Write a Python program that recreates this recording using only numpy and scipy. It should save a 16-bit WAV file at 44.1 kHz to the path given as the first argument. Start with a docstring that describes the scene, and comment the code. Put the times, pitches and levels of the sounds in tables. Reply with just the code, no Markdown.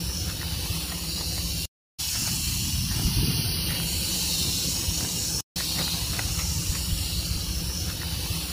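"""A rattlesnake crawls over a dirt track: from the start its rattle buzzes, as loose horny segments
clash in bursts twice a swing and ring their hollow shells, modelled as clicks through resonances.
Behind it, filtered noise makes the wind and harmonics of the crank speed an idling engine; soon come
gravel crunches (dense clicks) and pebble knocks (decaying sines).
All sound cuts out near 1.7 s and 5.4 s, and from 7.6 s the opening sounds again like a loop."""
import sys
import numpy as np
from scipy import signal
from scipy.fft import rfft, irfft, next_fast_len
from scipy.io import wavfile
from scipy.ndimage import uniform_filter1d

SR = 44100
rng = np.random.default_rng(int(sys.argv[2]) if len(sys.argv) > 2 else 0)


def store_wav(level_fs):
    """Save 16-bit WAV to argv[1]."""
    pcm = np.round(np.clip(np.atleast_2d(level_fs), -1, 1) * 32767)
    wavfile.write(sys.argv[1], SR, pcm.T.astype(np.int16))


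N = 375732
TIME = np.arange(N) / SR
EDGE_HZ = 15550  # upper band limit


def gain_of(db):
    """Logarithmic level: decibels to amplitude ratio."""
    return 10 ** (np.asarray(db) / 20)


def evened(x):
    """Power normalisation: scales to rms 1."""
    return x / np.sqrt(np.mean(x ** 2) + 1e-20)


def played(rows):
    """Linear interpolation: the columns of a (time, ...) table at every sample."""
    s, *columns = np.transpose(rows)
    return [np.interp(TIME, s, column) for column in columns]


def filtered(x, gain):
    """Zero-phase filtering: multiplies the spectrum by a gain that is a function of frequency."""
    size = next_fast_len(N + 4096)
    return irfft(rfft(x, size) * gain(np.fft.rfftfreq(size, 1 / SR)), size)[:N]


def coloured(x, points):
    """Spectral shaping: applies (frequency, dB) points on a log frequency axis, then evens to rms 1."""
    hz, db = np.transpose(points)
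    return evened(filtered(x, lambda f: gain_of(np.interp(np.log(f + 1), np.log(hz), db))))


def band(x, lo_hz, hi_hz):
    """Band-pass filtering with steep tanh edges."""
    return filtered(x, lambda f: (np.tanh((f - lo_hz) / 70) - np.tanh((f - hi_hz) / 70)) / 2)


def drift(rate_hz):
    """Random modulation: noise under a Gaussian low-pass, at rms 1."""
    return evened(filtered(rng.standard_normal(N), lambda f: np.exp(-(f / rate_hz) ** 2)))


def clicks(per_s, spread_db):
    """Random impulse process: clicks of chance timing, sign and size."""
    hit = rng.random(N) < per_s / SR
    sign = rng.choice([-1., 1.], N)
    size_db = spread_db * np.clip(rng.standard_normal(N), -2.5, 2.5)
    return hit * sign * gain_of(size_db)


def resonances(x, modes):
    """Modal resonance: passes x through (frequency, width, dB) peaks with steep skirts."""
    def gain(f):
        power = sum(gain_of(db) ** 2 / (1 + 2 * ((f - hz) / width) ** 2) ** 3 for hz, width, db in modes)
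        return np.sqrt(power)
    return filtered(x, gain)


def swept(x, gain):
    """Time-varying filtering: applies a gain that is a function of frequency and sample number."""
    hz, s, z = signal.stft(x, SR, nperseg=1024, noverlap=768)
    at = np.minimum(s * SR, N - 1).astype(int)
    return signal.istft(z * gain(hz[:, None], at), nperseg=1024, noverlap=768)[1][:N]


def shimmer(x, depth_db, width_hz, hold_s):
    """Spectral modulation: narrow dips come and go, shallower at 4.1-5.7 kHz and shallowest on top."""
    hz, _, z = signal.stft(x, SR, nperseg=2048, noverlap=1536)
    patches = rng.standard_normal(z.shape)
    spans = [max(1, round(width_hz * 2048 / SR)), max(1, round(hold_s * SR / 512))]
    for axis, span in enumerate(spans):
        for _ in range(2):
            patches = uniform_filter1d(patches, span, axis)
    depth_share = np.interp(hz, [3700, 4100, 5700, 6200, 8000, 11500], [1, .6, .6, 1, 1, .15])
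    # rises are capped, so the dips stand out
    gain = gain_of(depth_db * depth_share[:, None] * np.minimum(evened(patches), .7))
    # even out the gain over a wider stretch of frequency
    gain /= np.sqrt(uniform_filter1d(gain ** 2, 10 * spans[0], axis=0))
    return signal.istft(z * gain, nperseg=2048, noverlap=1536)[1][:N]


# notches in the buzz: (centre before wander [Hz], width before widening [Hz])
NOTCHES = [(3520, 224), (4950, 120), (6450, 150), (7500, 100)]
WANDER_HZ, WANDER_RATE_HZ, WIDEN_DB = 114, 2.85, 6  # rms wander, its bandwidth, rms widening


def notches(hz, at):
    """Moving spectral notches: dips in the buzz that wander, widen and narrow at random."""
    gain = 1
    for centre, width in NOTCHES:
        offset = hz - centre - WANDER_HZ * drift(WANDER_RATE_HZ)[at]
        half_width = width * gain_of(WIDEN_DB * drift(WANDER_RATE_HZ)[at]) / 2
        gain = gain * offset ** 2 / (offset ** 2 + half_width ** 2)
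    return gain


# the rattle as the tail turns, before RATTLE_DB: (time [s], sizzle level [dB],
# main ring against the sizzle [dB], second ring against the sizzle [dB])
RATTLE = [(0.02, -39.5, -1, 1), (0.17, -40.5, -4, 6.5), (0.45, -40, 1, -2), (0.75, -37.5, -0.5, -2.0),
          (0.97, -38.5, -2, -3.5), (1.15, -39, 5.5, 0.5), (1.55, -37.5, 1, -1.5), (2.1, -34.5, -2, 1.5),
          (2.5, -35, 1.0, -1.5), (2.85, -37, -2, 2.5), (3.25, -34, 0.5, -2), (3.75, -34, 0, -6.5),
          (4.4, -34, 3.0, 1), (5.1, -37.0, -1.5, 2), (5.36, -37, -0.5, 8), (5.6, -36, 1.5, 2),
          (5.87, -36, 5.5, -2.5), (6.15, -37.5, -1, -1.0), (6.45, -38.5, -2.5, 4.5),
          (7.0, -37.5, -0.5, -0.5), (7.2, -39, 5, -0.5), (7.6, -40.5, 0, 3.5)]
# level of the buzz between 6.3 and 8.9 kHz against the sizzle; it drops out briefly once: (time [s], level
# [dB])
UPPER = [(0.15, -5), (.45, -7), (2.3, -0.5), (3.05, -5), (3.3, -32), (3.55, -74), (3.75, -17), (3.9, -2),
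         (5.3, 2.5), (5.9, -3.5), (6.5, 1.5), (7.5, -3.5)]
# hollow segments as resonators: (frequency [Hz], width [Hz], level [dB])
SHELL = [(2875, 606, -4.5), (4325, 1180, 1.5), (5397, 850, 7), (6740, 1620, 6.5), (8110, 1230, 1),
         (9520, 620, -11.5), (10270, 560, -8), (10670, 300, -6), (11920, 2400, -12), (15000, 3100, -11)]
# edges between the low, main, second and upper rings and the sizzle: (frequency [Hz])
RING_EDGES_HZ = [3600, 4950, 6300, 8900]
# the main ring slides a little as the segments shift: (time [s], offset [Hz])
SLIDE = [(2.3, -0.5), (3.2, 239), (3.8, 68), (4.4, -110), (5.8, -67), (6.6, 2)]
# the swing rate at the usual level; it falls a little as the level rises
SWINGS_PER_S, SWINGS_PER_DB, USUAL_DB = 71.8, -0.4, -38
TOGETHER = 0.078  # how closely the segments clash together, 0-1
RATTLE_DB, LOW_RING_SHARE = -0.5, 0.26


def rattle():
    """Impact excitation of resonators: two clash bursts a swing, one stronger, ring the hollow shells."""
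    level_db, main_db, second_db = played(RATTLE)
    rings_db = main_db, second_db, played(UPPER)[0]
    swings = SWINGS_PER_S + SWINGS_PER_DB * (level_db - USUAL_DB)
    angle = 2 * np.pi * np.cumsum(swings * (1 + 0.015 * drift(12))) / SR
    stroke = np.cos(2 * angle) + 0.4 * np.cos(angle) + 0.45 * np.sin(4 * angle)
    force = np.exp(TOGETHER * stroke)
    clashes = shimmer(clicks(17000, spread_db=3.5), depth_db=12.5, width_hz=43, hold_s=0.13) * force
    ring = resonances(swept(clashes, notches), SHELL)

    # the sizzle follows the level alone; the lowest ring gives way when the second one swells
    sizzle = band(ring, RING_EDGES_HZ[-1], EDGE_HZ)
    low = gain_of(-LOW_RING_SHARE * second_db) * (ring - band(ring, RING_EDGES_HZ[0], SR))
    main, second, upper = (
        gain_of(db) * evened(band(ring, lo, hi))
        for lo, hi, db in zip(RING_EDGES_HZ, RING_EDGES_HZ[1:], rings_db))

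    # single-sideband shift of the main ring
    slide = np.exp(2j * np.pi * np.cumsum(played(SLIDE)[0]) / SR)
    main = (signal.hilbert(main, next_fast_len(N))[:N] * slide).real
    return gain_of(level_db + RATTLE_DB) * ((low + sizzle) / sizzle.std() + main + second + upper)


# wind rumble at the microphone, before trim and drift: (time [s], level [dB])
WIND = [(0, -34.5), (.65, -32), (.85, -50), (1.5, -32.5), (2.05, -40), (2.3, -35), (2.85, -30), (3.1, -30),
        (3.65, -33.5), (3.9, -36.5), (5.75, -38.5), (6.15, -31.5), (6.9, -33), (7.6, -32)]
# spectrum of the rumble: (frequency [Hz], relative density [dB per Hz])
RUMBLE = [(18, -39.5), (29, -7.5), (38, -12.5), (48, 5.5), (100, 4.5), (145, -5), (200, -15.5), (400, -59)]
# rush of the gusts above the rumble, before trim and drift: (time [s], level [dB])
RUSH = [(0, -50.5), (2.1, -53.5), (2.2, -38), (2.9, -38.5), (3.07, -31), (3.68, -40), (3.85, -44),
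        (5.35, -40.5), (6.15, -44), (6.5, -48.5), (7.6, -50)]
# spectrum of the gusts, before the moving edge: (frequency [Hz], relative density [dB per Hz])
GUST = [(70, -30), (115, 10), (180, 7.5), (270, -1.5), (550, -11.5)]
# upper edge of the rush: (time [s], frequency [Hz])
RUSH_EDGE = [(1.6, 400), (2.1, 287.7), (2.35, 383), (2.8, 318), (3.7, 588), (5.3, 576), (5.9, 377)]
# single buffets of air: (time [s], envelope peak [dB], pitch [Hz])
BUFFETS = [(.708, -18, 85), (3.06, -15, 60), (3.247, -18, 85), (4.889, -21.5, 85), (6.70, -15, 65),
           (6.931, -16, 62), (7.365, -19, 60)]


def wind():
    """Turbulent pressure noise: a lumpy rumble, the rush of gusts above it, and short buffets."""
    rumble_gain = gain_of(played(WIND)[0] - 1.5 + 2.6 * drift(23))
    rumble = rumble_gain * coloured(rng.standard_normal(N), RUMBLE)

    edge_hz = played(RUSH_EDGE)[0]
    gusts = coloured(rng.standard_normal(N), GUST)
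    gusts = swept(gusts, lambda hz, at: 1 / np.hypot(1, (hz / edge_hz[at]) ** 14))
    rush = gain_of(played(RUSH)[0] + 7.0 + 3.3 * drift(22)) * gusts

    buffets = np.zeros(N)
    for s, db, hz in BUFFETS:
        envelope = gain_of(db - ((TIME - s) / 0.0031) ** 2)
        buffets += envelope * np.sin(2 * np.pi * (hz * TIME + rng.random()))
    return rumble + rush + buffets


# stretches of sound: (start [s], end [s], fade-in [s], time of one engine beat [s])
BOUTS = [(0, 1.655, .004, 1.151), (1.985, 5.407, .015, 3.059), (5.558, 8.53, .003, 6.696)]
# throb of the idling engine: (multiple of the crank speed, rms level before drift and ENGINE [dB])
IDLE = [(3, -49.5), (4, -37), (5, -41), (6, -49)]
# hum of the engine: (frequency [Hz], rms level before drift and ENGINE [dB])
HUM = [(161.3, -47), (167.5, -49)]
# drone of the engine's body: (frequency [Hz], width [Hz], relative level [dB])
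DRONE = [(173.8, 22.8, 2.5), (307, 109, -9), (506, 135, -15)]
# the engine fades away for a while: (time [s], throb gain [dB], hum and drone gain [dB])
ENGINE = [(1.6, -2, 2.5), (2.05, -13, -7), (3.4, -5, -9), (3.7, -6.5, 4.5), (5.7, -5, 2), (6.25, 1, 2)]
CRANK_HZ = 16.1


def engine():
    """Harmonic superposition: crank orders align once a turn, under a wavering hum and a body drone."""
    starts, _, _, beats = np.transpose(BOUTS)
    beat = beats[np.searchsorted(starts, TIME, "right") - 1]
    angle = 2 * np.pi * CRANK_HZ * (TIME - beat)
    throb = sum(gain_of(db + 2 * drift(5)) * np.cos(k * angle) for k, db in IDLE)
    hum = np.zeros(N)
    for hz, db in HUM:
        hum += gain_of(db + 2 * drift(4.6)) * np.sin(2 * np.pi * hz * TIME + .5 * drift(1.9))
    drone = gain_of(-43.5) * evened(resonances(rng.standard_normal(N), DRONE))
    throb_db, hum_db = played(ENGINE)
    # sqrt(2) turns rms into sine amplitude
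    return np.sqrt(2) * gain_of(throb_db) * throb + gain_of(hum_db) * (np.sqrt(2) * hum + drone)


# gravel crunches: (time [s], peak before CRUNCH_DB [dB], weight of the thud before THUD_DB [dB],
# decay time [s])
CRUNCHES = [(0.099, -38.5, -8, 0.0034), (0.298, -32.5, -9, 0.008), (0.415, -32, -18, 0.0062),
            (0.659, -41, -1, 0.005), (0.92, -31, -10, 0.0087), (1.21, -40, 5, 0.0057),
            (1.379, -36.5, -3, 0.0044), (2.155, -31.5, -15, 0.011), (2.277, -30, -11, 0.011),
            (2.913, -33.5, -32, 0.015), (2.993, -31.5, -4, 0.005), (3.314, -31, -20, 0.0067),
            (3.706, -28, -24, 0.0084), (3.749, -32.5, -25, 0.013), (4.811, -38, -14, .005),
            (5.006, -37, 0, 0.0039), (5.044, -36, -3, 0.0052), (5.601, -30.5, -19, 0.016),
            (5.789, -29, -14, 0.01), (5.812, -33, 2.5, 0.0069), (6.132, -33.5, -10, 0.011),
            (6.191, -29.5, -5, 0.0095), (6.393, -28.5, -33, 0.025), (6.752, -29, -36, 0.0059)]
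# spectrum of the grains: (frequency [Hz], relative density [dB per Hz])
GRAVEL = [(200, -26), (500, -12.5), (900, -3.5), (1300, -1.5), (1900, 1), (2500, -4.5), (4000, -5.5),
          (9000, -17)]
# soft scuffing over the dirt, before trim and drift: (time [s], level [dB])
SCUFF = [(0, -48.5), (.9, -44.5), (1.55, -50.5), (2.03, -46.5), (2.17, -43), (2.45, -46.5), (2.8, -49.5),
         (2.95, -44), (4.8, -46.5), (6.2, -43.5), (6.6, -47), (7.6, -46)]
# spectrum of the scuffed dirt: (frequency [Hz], relative density [dB per Hz])
DIRT = [(400, -37), (680, -1.5), (900, 0.5), (1300, -4), (2100, -6), (4000, 0), (9000, -57.5)]
CRUNCH_DB, CRUNCH_RISE = -2, 0.18  # rise time as a share of the decay time
SCRAPE_DB, SCRAPE_S = -11, 0.038  # scrape against its crunch, Gaussian half-length
GRIT_DB, GRIT_RATE_HZ = 0.5, 340  # rms unevenness of the spill, its bandwidth
THUD_DB, THUD_HZ, THUD_WIDTH_HZ = 1.5, 602, 930  # the packed ground under the grains


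def gravel():
    """Granular impact noise: uneven spills inside softer scrapes, over dull thuds and soft scuffing."""
    spill, thud = np.zeros((2, N))
    for s, db, thud_db, length in CRUNCHES:
        near = abs(TIME - s) < .2
        age = TIME[near] - s
        burst = np.exp(-np.maximum(age, -age / CRUNCH_RISE) / max(length, .001))
        scrape = gain_of(SCRAPE_DB) * np.exp(-(age / SCRAPE_S) ** 2)
        crunch = gain_of(db + CRUNCH_DB) * np.hypot(burst, scrape)
        spill[near] += crunch
        thud[near] += gain_of(thud_db + THUD_DB) * crunch
    spill *= evened(gain_of(GRIT_DB * drift(GRIT_RATE_HZ)))
    grains = coloured(clicks(12000, spread_db=3.0), GRAVEL)
    grains = shimmer(grains, depth_db=8.5, width_hz=230, hold_s=.08)
    ground = evened(resonances(rng.standard_normal(N), [(THUD_HZ, THUD_WIDTH_HZ, 0)]))

    dirt = coloured(rng.standard_normal(N), DIRT)
    dirt = shimmer(dirt, depth_db=4.5, width_hz=130, hold_s=.06)
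    scuff_db = played(SCUFF)[0] + 1.5 + 1.6 * np.tanh(drift(17)) + 1.6 * np.tanh(drift(70))
    return spill * grains + thud * ground + gain_of(scuff_db) * dirt


# sharp knocks of pebbles: (time [s], level of each mode before the band-pass [dB])
KNOCKS = [(0.43, -29.5), (3.8, -32.5), (5.007, -30.5), (5.048, -30.5), (5.606, -29), (5.879, -31),
          (6.193, -21), (6.752, -32)]
# modes before the random spread, spread as a share of the pitch, time to fall by 60 dB
PEBBLE_HZ, PEBBLE_SPREAD, PEBBLE_T60_S = [965, 1400, 1840], 0.086, 0.016


def pebbles():
    """Damped modal vibration: pebbles knock and ring very briefly, each at pitches of its own."""
    out = np.zeros(N)
    for s, db in KNOCKS:
        near = (TIME >= s) & (TIME < s + .05)
        age = TIME[near] - s
        for hz in PEBBLE_HZ:
            turns = hz * (1 + PEBBLE_SPREAD * rng.uniform(-1, 1)) * age + rng.random()
            out[near] += gain_of(db - 60 * age / PEBBLE_T60_S) * np.sin(2 * np.pi * turns)
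    return band(out, 300, 3500)


LOOP_S = 7.602


def scene():
    """Linear superposition, alike in both channels; an equal-power crossfade at LOOP_S starts it over."""
    sound = rattle() + wind() + engine() + gravel() + pebbles()
    again = np.clip((TIME - LOOP_S) / .01, 0, 1)
    looped = np.sqrt(1 - again) * sound + np.sqrt(again) * np.roll(sound, round(LOOP_S * SR))
    return np.tile(looped, (2, 1))


def record(dry):
    """Gating and band limiting: sound cuts in and out with a very short tail, then a low-pass."""
    gate = np.zeros(N)
    for start, end, fade_in, _ in BOUTS:
        # drops by 11.5 dB at once, then falls at 1700 dB/s
        tail = gain_of(-11.5 - 1700 * np.maximum(TIME - end, 0))
        gate += np.clip((TIME - start) / fade_in, 0, 1) * np.where(TIME < end, 1, tail)
    low_pass = signal.firwin(1023, EDGE_HZ, window=("kaiser", 9), fs=SR)
    return signal.oaconvolve(dry * gate, low_pass[None], "same")


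dry = scene()
out = record(dry)
store_wav(out)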